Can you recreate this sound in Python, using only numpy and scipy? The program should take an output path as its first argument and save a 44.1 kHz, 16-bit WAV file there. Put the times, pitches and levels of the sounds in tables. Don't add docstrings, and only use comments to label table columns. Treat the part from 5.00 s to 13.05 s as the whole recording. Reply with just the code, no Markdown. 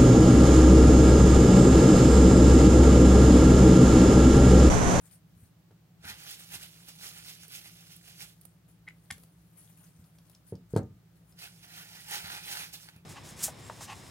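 import sys
import numpy as np
from scipy import signal
from scipy.fft import rfft, irfft, next_fast_len
from scipy.io import wavfile
from scipy.ndimage import uniform_filter1d, map_coordinates

SR = 44100
rng = np.random.default_rng(int(sys.argv[2]) if len(sys.argv) > 2 else 0)


def waveform_to_disk(signal):
    frames = np.transpose(np.atleast_2d(signal))
    scaled = np.clip(frames, -1, 1) * 32767
    samples = np.round(scaled).astype(np.int16)
    wavfile.write(sys.argv[1], SR, samples)


N = 355005
TOP_HZ = 15900

# [f/Hz, level/dB]
PAPER_HISS = [(1400, -36), (2100, -5.5), (2800, 1), (3700, -1), (5200, 0), (7500, -5.5), (10000, -2.5),
              (13000, -4.5), (16000, -11)]
# [f/Hz, level/dB]
PAPER_BODY = [(100, -5), (300, -12), (450, -8), (610, -6), (740, -5.5), (880, 5), (1200, 1.5), (1550, 3),
              (2000, 3.5), (3000, -1), (4200, 2.5), (9000, -37)]
# [f/Hz, left over right/dB]
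PAPER_PAN = [(1500, -1.5), (3500, -2), (6000, -5), (10000, -7), (16000, -8.5)]
# [f/Hz, phase/rad]
PAPER_LAG = [(350, 0.12), (600, 1.9), (780, 0.78), (1060, 3.3), (1190, 2.4), (1400, 1.45), (2200, 1.72),
             (3700, 2.69), (5500, 4.4), (10000, 6.3), (16000, 8.4)]


def towel(hiss_db=-1.0, crackle_db=-8, pop_db=-11, body_db=-4.5, hollow_db=-5.5,
          hiss_wet_db=-7, body_wet_db=-14, width_ms=0.024):
    hiss_gain, body_gain = wiping()
    resounding = body_gain * amp(hollow_db) * hollows()
    out = resounding + amp(body_wet_db) * room(resounding)
    for lag_ms in (-width_ms, width_ms):
        hiss = friction(PAPER_HISS, rate=2500, spread_db=-0.5, smooth_db=5.0, clump_db=1.5)
        hiss = patches(hiss, depth_db=2.0)
        crackle = crinkles(rate=260, centre_hz=3300, octaves=.8, cycles=11, spread_db=3)
        body = friction(PAPER_BODY, rate=600, spread_db=1.0, smooth_db=-3.0, clump_db=2.0)
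        body = patches(body, depth_db=1.5)
        pops = crinkles(rate=55, centre_hz=7000, octaves=.7, cycles=7, spread_db=3.5)
        treble = hiss_gain * (amp(hiss_db) * hiss + amp(crackle_db) * crackle + amp(pop_db) * pops)
        bass = body_gain * amp(body_db) * body
        reflected = room(amp(hiss_wet_db) * treble + amp(body_wet_db) * bass, gap=.0022)
        out += place(treble + bass, 0, lag_ms) + reflected
    sides = np.array([[.5], [-.5]])

    def to_the_right(hz):
        return amp(sides * along(PAPER_PAN, hz)) * np.exp(-1j * sides * along(PAPER_LAG, hz))

    return filtered(out, to_the_right)


# [t/s, rise/s, fall/s, hiss level/dB, body level/dB]
WIPES = [ (1.054, 0.0083, 0.031, -59, -48.5), (1.097, 0.035, 0.039, -48, -44),
         (1.23, 0.071, 0.037, -54.5, -57.5), (1.314, 0.055, 0.04, -47.5, -56),
         (1.405, 0.02, 0.05, -53, -63), (1.554, 0.037, 0.016, -44, -48.5), (1.633, 0.043, 0.033, -51, -59),
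         (1.889, 0.015, 0.018, -50, -69), (2.055, 0.044, 0.054, -46.5, -58),
         (2.18, 0.032, 0.031, -53.5, -53.5), (2.293, 0.05, 0.048, -50, -58.5),
         (2.435, 0.03, 0.028, -54.5, -78), (2.555, 0.043, 0.045, -47.5, -62),
         (2.66, 0.037, 0.048, -55, -62.5), (2.92, 0.023, 0.025, -57.5, -72),
         (3.09, 0.048, 0.042, -58, -63.5), (3.22, 0.033, 0.029, -48, -54.5),
         (6.391, 0.0062, 0.04, -55.5, -61), (6.435, 0.031, 0.046, -51.5, -50.5),
         (6.642, 0.015, 0.013, -57, -57), (6.79, 0.094, 0.058, -52.5, -52.5),
         (6.97, 0.11, 0.13, -54.5, -56.5), (7.138, 0.042, 0.076, -41.5, -41.5),
         (7.262, 0.029, 0.055, -52.5, -45), (7.344, 0.083, 0.061, -47.5, -43.5),
         (7.52, 0.074, 0.086, -44, -45), (7.609, 0.085, 0.055, -46.5, -45),
         (7.738, 0.0088, 0.031, -47.5, -56.5), (7.84, 0.12, 0.061, -58, -69),
         (7.889, 0.005, 0.0089, -70, -49.5), (7.95, 0.029, 0.048, -73, -65.5)]
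# [start t/s, end t/s, level/dB]
HOLDS = [(1.07, 2.423, -61), (2.526, 2.973, -61.5), (3.056, 3.299, -62.5), (6.407, 7.698, -66)]
HOLD_EDGE_S = 0.06


def wiping():
    t = np.arange(N) / SR
    drag = 0
    for start, end, db in HOLDS:
        drag = drag + amp(db) * np.clip(1 + np.minimum(t - start, end - t) / HOLD_EDGE_S, 0, 1)
    hiss = swells([(s, rise, fall, db) for s, rise, fall, db, _ in WIPES])
    body = swells([(s, rise, fall, db) for s, rise, fall, _, db in WIPES])
    return np.hypot(drag, hiss), body


# [f/Hz, bandwidth/Hz, level/dB]
WAD_HOLLOWS = [(708, 77, -9), (856, 130, -3.5), (1482, 240, -0.5), (1890, 280, 0), (2500, 310, 2),
               (3080, 260, -2)]


def hollows(shift_db=5.0):
    out = np.zeros(N)
    for hz, width, db in WAD_HOLLOWS:
        noise = rng.standard_normal(N)
        hollow = filtered(noise, lambda f: resonance(f, hz, width) ** 2)
        out += amp(db + shift_db * wobble(16)) * unit(hollow)
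    return unit(out)


# [t/s, rise/s, fall/s, level/dB]
GLOVE_SHIFTS = [(.062, 0.033, 0.012, -63), (.135, 0.059, 0.027, -64.5), (.42, 0.08, 0.043, -68.5),
                (3.44, 0.14, 0.073, -70), (3.69, 0.012, 0.036, -69), (4.2, 0.22, 0.077, -69.5),
                (4.45, 0.19, 0.15, -76.5), (4.64, 0.096, 0.058, -63), (4.81, 0.12, 0.11, -66.5),
                (5.01, 0.1, 0.11, -70.5), (5.32, 0.16, 0.054, -71), (5.485, 0.025, 0.019, -64),
                (5.735, 0.032, 0.017, -66.5), (6.16, 0.029, 0.034, -75.5), (6.31, 0.047, 0.018, -71)]
# [f/Hz, level/dB]
RUBBER = [(200, 0), (450, -1.5), (1000, -3.5), (2000, -6), (4000, -12.5), (5300, -15), (7500, -5),
          (9700, 6), (11000, 1.5), (12500, 0.5), (16000, -5.5)]


def gloves(crinkle_db=-8):
    slide = friction(RUBBER, rate=3000, spread_db=0.5, smooth_db=-1, clump_db=4.0)
    slide = patches(slide, depth_db=3.5)
    folds = crinkles(rate=170, centre_hz=7500, octaves=.6, cycles=14, spread_db=3)
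    rub = swells(GLOVE_SHIFTS) * (slide + amp(crinkle_db) * folds)
    return amp(0.5) * place(rub, pan_db=9.0, lag_ms=-0.051) + amp(1.5) * room(rub, gap=0.0047)


# [t/s, level/dB, treble tilt/dB, left over right/dB]
TICKS = [(0.711, -60, -14, -6), (1.041, -41.5, -15, -3), (1.5403, -34, -5, -3), (1.8845, -39, 8, -6),
         (2.48, -39.5, 7, -8), (2.963, -43.5, 15, -15), (3.4124, -45, 17, -19), (3.4521, -47, 6, -28.5),
         (4.18, -45, -5, 0), (4.235, -44, -3.5, 4), (5.185, -50, -12, 0), (5.2973, -45.5, -1, 5),
         (6.3869, -47, -4, -6), (7.0843, -38, 2, -6), (7.1097, -30, 2, -8), (7.7331, -39, 9, -9),
         (7.887, -48, -2, 8), (7.9623, -45.5, -3, -1)]
# [f/Hz, level/dB]
TICK_COLOUR = [(500, 2.5), (2000, -9.5), (4000, -2.5), (5500, -4.5), (7500, -5), (10000, 6.5), (16000, 0.5)]


def ticks(t60=0.025, rise=0.00033, wet_db=-6):
    out, t = np.zeros((2, N)), np.arange(SR // 4) / SR
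    for s, db, treble_db, pan_db in TICKS:
        burst = colour(noise_burst(t, rise, t60), TICK_COLOUR)
        burst = filtered(burst, lambda hz: amp(along([(5000, 0.46), (10000, treble_db)], hz)))
        burst = amp(db) * burst / np.abs(burst).max()
        add(out, s, place(burst, pan_db, lag_ms=-0.022) + amp(wet_db) * room(burst))
    return out


# [t/s, level/dB, f/Hz]
TINKS = [(4.841, -54.5, 6200), (5.041, -60, 4600), (5.349, -49.5, 5200), (5.553, -51.5, 4900),
         (5.7507, -52, 4600), (5.8305, -60, 6500), (6.323, -58, 5160)]


def tinks(t60=0.024, rise=0.00038, width_hz=900, pan_db=3, wet_db=-8):
    dry, t = np.zeros(N), np.arange(SR // 10) / SR
    for s, db, pitch_hz in TINKS:
        scrape = noise_burst(t, rise, t60)
        tink = filtered(scrape, lambda f: resonance(f, pitch_hz, width_hz))
        add(dry, s, amp(db) * tink / np.abs(tink).max())
    return place(dry, pan_db, lag_ms=-0.02) + amp(wet_db) * room(dry)


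# [t/s, level/dB, length/s, stick-slip rate f/Hz, tilt/dB per octave from 2 to 12 kHz]
SLIPS = [(3.868, -60, 0.006, 2090, -14), (3.8754, -42.5, 0.0071, 1903, -13.5),
         (3.8845, -44.5, 0.004, 2076, -4), (3.9065, -55.5, 0.0034, 1960, -16),
         (4.1032, -38.5, 0.0039, 1746, -5.5), (4.1072, -35.5, 0.00262, 2270, -3.5),
         (4.1108, -31.5, 0.0017, 3600, 2)]
# [f/Hz, bandwidth/Hz, level/dB]
PART = [(826, 280, -1), (1490, 360, 3.5), (2080, 440, 10.5), (2420, 300, -3), (3080, 350, 2),
        (3680, 320, -5), (5130, 1100, 0), (7600, 1300, -2.5), (9700, 1600, 0.5)]
# [f/Hz, level/dB]
ESCAPE = [(700, -9), (1400, -5), (2100, 0.5), (2800, -1), (4300, -7), (10000, -6.5), (16000, -14)]


def slips(echo_s=.01, echo_t60=0.04, echo_db=-5, wet_db=-6):
    dry, bare, t = np.zeros(N), np.zeros(N), np.arange(SR // 10) / SR

    def part(f):
        modes = sum(amp(db) * resonance(f, centre, width) for centre, width, db in PART)
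        return modes * amp(along([(500, -3.5), (1300, -0.5), (11000, -1.5), (13500, -14)], f))

    for s, db, length, rate_hz, tilt_db in SLIPS:
        rasp = judder(rate_hz, len(t)) * np.sqrt(t / length) * (t < length)
        rasp = filtered(rasp, lambda hz: amp(tilt_db * np.log2(np.clip(hz, 2000, 12000))))
        squeak = filtered(rasp, part)
        gain = amp(db) * np.sqrt(length * SR) / np.linalg.norm(squeak)
        add(dry, s, gain * squeak)
        add(bare, s, gain * rasp)
    escaping = filtered(bare, lambda hz: amp(along(ESCAPE, hz)))
    scatter = rng.standard_normal((2, len(t))) * 10 ** (-3 * t / echo_t60)
    scatter = scatter / np.linalg.norm(scatter[0])
    out = place(dry, pan_db=1.5, lag_ms=-0.028) + amp(wet_db) * room(escaping, gap=.014)
    add(out, echo_s, amp(echo_db) * signal.fftconvolve(escaping[None], scatter, axes=1))
    return out


SLIP_JITTER, SLIP_RASP_DB = .13, -4


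def judder(hz, size):
    late, strength = rng.standard_normal((2, 64))
    when = np.cumsum(np.exp(SLIP_JITTER * late)) / hz
    jerks = np.bincount((when * SR).astype(int), amp(2 * strength), size)[:size]
    jerks = (jerks - hz / SR) * np.sqrt(SR / hz)
    return jerks + amp(SLIP_RASP_DB) * rng.standard_normal(size)


# [t/s, level/dB, contact cut-off f/Hz]
KNOCKS = [(.709, -47, 1720), (5.5237, -23.5, 556), (5.7364, -15.5, 454), (5.763, -9, 906)]
# [f/Hz, level/dB, t60/s]
KNOCK_TONES = [(114.8, -4.5, 0.17), (150, -1, 0.13), (187, 2, 0.11), (223, -12, .28), (262.8, -7, 0.24),
               (312.7, -6.5, 0.15), (409, -8.5, 0.12), (457, 6, 0.053), (548, -11, 0.19), (608, -22, 0.24),
               (669, -12.5, 0.14), (766, -12.5, 0.092), (907, -11.5, 0.18), (1217, -26, 0.56),
               (1280, -27, .22), (1325, -24, 0.27), (1400, -29, 0.18), (1600, -23, 0.18)]
# [f/Hz, level/dB]
THUD = [(30, -56), (65, 10), (105, 13.5), (170, -15), (240, -2), (330, 8), (470, -3.5), (700, -2.5),
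        (1100, -6), (1500, -4), (2500, -10.5), (6000, -25)]
BOUNCE_DB, BOUNCE_HZ = -19, 840


def knocks(push_db=-3, ring_db=-2, rattle_db=-12, rattle_t60=0.16, rattle_rise=0.0004, wet_db=-13):
    out, t = np.zeros((2, N)), np.arange(SR // 2) / SR
    chatter = [(s, BOUNCE_DB - lost, BOUNCE_HZ) for s, lost in bounces(count=4)[1:]]
    for s, db, contact_hz in KNOCKS + chatter:
        shudder = (1 - np.exp(-t / rattle_rise)) * 10 ** (-3 * t / rattle_t60) / 2
        rattle = amp(rattle_db) * shudder * colour(diffuse(ROOM_ALIKE, len(t)), THUD)
        blow = amp(ring_db) * ring(KNOCK_TONES, t)
        add(blow, 0, amp(push_db) * pulse(THUD))
        blow_cushion = signal.butter(3, contact_hz, fs=SR, output="sos")
        rattle_cushion = signal.butter(2, contact_hz, fs=SR, output="sos")
        blow = -amp(db) * signal.sosfilt(blow_cushion, blow)
        rattle = amp(db) * signal.sosfilt(rattle_cushion, rattle)
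        add(out, s, blow + rattle + amp(wet_db) * room(blow))
    return signal.sosfilt(signal.butter(2, 70, "high", fs=SR, output="sos"), out)


BOUNCE_S, BOUNCE_SHRINK, BOUNCE_LOSS_DB = .0095, 0.9, 3


def bounces(count):
    k = np.arange(count)
    flights = BOUNCE_S * BOUNCE_SHRINK ** k
    times = KNOCKS[-1][0] + np.cumsum(flights) - flights
    return list(zip(times, BOUNCE_LOSS_DB * k))


# [f/Hz, level/dB]
LINKS = [(1000, -17), (2800, -9), (4100, 3), (5300, -5), (7600, 0), (8900, 4), (10500, -8), (13000, -7),
         (16000, -18)]


def clinks(level_db=-36.5, pan_db=3.5, t60=0.019, rise=0.0017):
    dry, t = np.zeros(N), np.arange(SR // 10) / SR
    for s, lost in bounces(count=4):
        clink = colour(noise_burst(t, rise, t60), LINKS)
        add(dry, s, amp(level_db - lost) * clink / np.abs(clink).max())
    return place(dry, pan_db, lag_ms=-0.023) + amp(-14) * room(dry)


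# [t/s, level/dB before a common lift]
BUMPS = [(0.365, -50.5), (.428, -46), (1.049, -44), (1.102, -49), (1.553, -50.5), (4.115, -42.5),
         (4.992, -47), (7.24, -44.5), (7.959, -47.5)]


def bumps(width=0.0015):
    dry, u = np.zeros(N), np.arange(SR // 20) / SR / width - 4
    for s, db in BUMPS:
        add(dry, s, amp(db + 1.0) * u * np.exp((1 - u * u) / 2))
    return dry + amp(-11.0) * room(dry)


# [f/Hz, relative level/dB]
HUM = [(55.9, -80), (111.8, -64.5), (156, -66.5), (167.7, -62), (173, -74), (179.8, -69), (276.8, -88.5)]
# [f/Hz, level/dB]
AIR = [(15, -62), (25, -19), (53, -1), (116, -6.5), (137, 2.5), (170, 4.5), (228, -26), (276, -28),
       (382, -34.5), (710, -31), (1220, -31), (1680, -32.5), (1980, -34.5), (10300, -44), (15800, -39.5)]
# [f/Hz, correlation]
AIR_ALIKE = [(100, 0.95), (400, 0.65), (1000, 0.34), (2500, 0.071), (10000, 0.039)]


def background():
    t = np.arange(N) / SR
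    hum = np.zeros(N)
    for hz, db in HUM:
        phase = 2 * np.pi * (hz * t + rng.random()) + 0.32 * wobble(1.445)
        hum += np.sqrt(2) * amp(db) * np.sin(phase)
    shaping = [(70, -6.0), (160, -9.0), (300, 14.5), (1000, 2.0), (4000, 4.0)]  # (Hz, dB)
    hush = colour(diffuse(AIR_ALIKE, N), AIR)
    hush = filtered(hush, lambda hz: amp(along(shaping, hz)))
    return amp(-3.5) * hum + amp(-57.5) * hush


# [f/Hz, correlation]
ROOM_ALIKE = [(150, 0.99), (500, 0.79), (1200, 0.19), (2500, 0.014)]
# [f/Hz, t60/s]
ROOM_DECAY = [(100, 0.49), (500, 0.2), (2000, 0.19), (12000, 0.14)]


def room(x, gap=.009):
    hz, t, z = signal.stft(diffuse(ROOM_ALIKE, SR // 3), SR, nperseg=256)
    decay = amp(-60 * t / along(ROOM_DECAY, hz)[:, None])
    tail = signal.istft(z * decay, SR, nperseg=256)[1]
    tail = np.pad(tail / np.linalg.norm(tail[0]), ((0, 0), (round(gap * SR), 0)))
    return signal.fftconvolve(x[None], tail, axes=1)[:, :len(x)]


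def friction(spectrum, rate, spread_db, smooth_db, clump_db):
    caught = rng.random(N) < rate / SR
    catches = caught * rng.standard_normal(N) * amp(spread_db * np.minimum(rng.exponential(size=N), 4))
    sliding = unit(catches) + amp(smooth_db) * rng.standard_normal(N)
    return colour(sliding * amp(clump_db * wobble(130)), spectrum)


def crinkles(rate, centre_hz, octaves, cycles, spread_db, size=256):
    count = int(rate * N / SR)
    when, strength = rng.random((count, 2)).T
    hz = np.minimum(centre_hz * 2 ** (octaves * rng.standard_normal((count, 1))), TOP_HZ)
    turns = hz * np.arange(size) / SR
    gain = amp(-spread_db * np.log(np.maximum(strength, np.exp(-3))))[:, None] * np.sqrt(hz)
    pops = gain * np.sin(2 * np.pi * turns) * 10 ** (-3 * turns / cycles)
    where = (when * N).astype(int)[:, None] + np.arange(size)
    return unit(np.bincount(where.ravel(), pops.ravel(), N)[:N])


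def patches(x, depth_db):
    z = signal.stft(x, nperseg=256)[2]
    field = uniform_filter1d(rng.standard_normal(z.shape), 7, 0)
    field = uniform_filter1d(field, 14, 1)
    return unit(signal.istft(z * amp(depth_db * unit(field)), nperseg=256)[1][:N])


STROKE_SHAPE = 1.37


def swells(strokes):
    t = np.arange(N) / SR
    power = np.zeros(N)
    for s, rise, fall, db in strokes:
        reach = np.maximum((s - t) / rise, (t - s) / fall)
        power += (amp(db) * np.exp(-np.abs(reach) ** STROKE_SHAPE)) ** 2
    return np.sqrt(power)


def noise_burst(t, rise, t60):
    return rng.standard_normal(len(t)) * (1 - np.exp(-t / rise)) * 10 ** (-3 * t / t60)


def resonance(f, centre, width):
    return 1j * f * width / (centre ** 2 - f * f + 1j * f * width)


def ring(tones, t):
    y = sum(amp(db) * 10 ** (-3 * t / t60) * np.sin(2 * np.pi * hz * t) for hz, db, t60 in tones)
    return y / np.abs(y).max()


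def pulse(spectrum, size=4096):
    cepstrum = irfft(np.log(amp(along(spectrum, np.fft.rfftfreq(size, 1 / SR)))))
    p = irfft(np.exp(rfft(2 * cepstrum[:size // 2], size)))
    return p / np.abs(p).max()


def diffuse(alike, size):
    def mid_side(hz):
        turn = np.arccos(np.clip(along(alike, hz), -1, 1)) / 2
        return np.array([np.cos(turn), np.sin(turn)])

    mid, side = filtered(rng.standard_normal((2, size)), mid_side)
    return np.array([mid + side, mid - side])


def place(x, pan_db, lag_ms):
    sides = np.array([[.5], [-.5]])
    lag_s = sides * lag_ms / 10 ** 3
    return filtered(x, lambda hz: amp(sides * pan_db) * np.exp(-2j * np.pi * hz * lag_s))


def wobble(rate):
    knots = rng.standard_normal(int(N * rate / SR) + 4)
    return map_coordinates(knots, [np.arange(N) * rate / SR])


def colour(x, spectrum):
    return unit(filtered(x, lambda hz: amp(along(spectrum, hz))))


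def filtered(x, response):
    n = x.shape[-1]
    m = next_fast_len(n + SR // 4)
    return irfft(rfft(x, m) * response(np.fft.rfftfreq(m, 1 / SR)), m)[..., :n]


def along(points, hz):
    f, v = np.transpose(points)
    return np.interp(np.log(hz + 1), np.log(f + 1), v)


def add(track, s, sound):
    part = track[..., round(s * SR):][..., :sound.shape[-1]]
    part += sound[..., :part.shape[-1]]


def amp(db):
    return 10 ** (np.asarray(db) / 20)


def unit(x):
    return x / np.sqrt(np.mean(x ** 2) + 1e-20)


def scene():
    handling = towel() + gloves() + ticks() + tinks() + slips()
    landing = knocks() + clinks() + bumps()
    return handling + landing + background()


def record(dry):
    thin = filtered(dry, lambda hz: amp(along([(25, -21), (40, -17.5), (60, 0.5)], hz)))
    return filtered(thin, lambda hz: hz < TOP_HZ)


dry = scene()
out = record(dry)
waveform_to_disk(out)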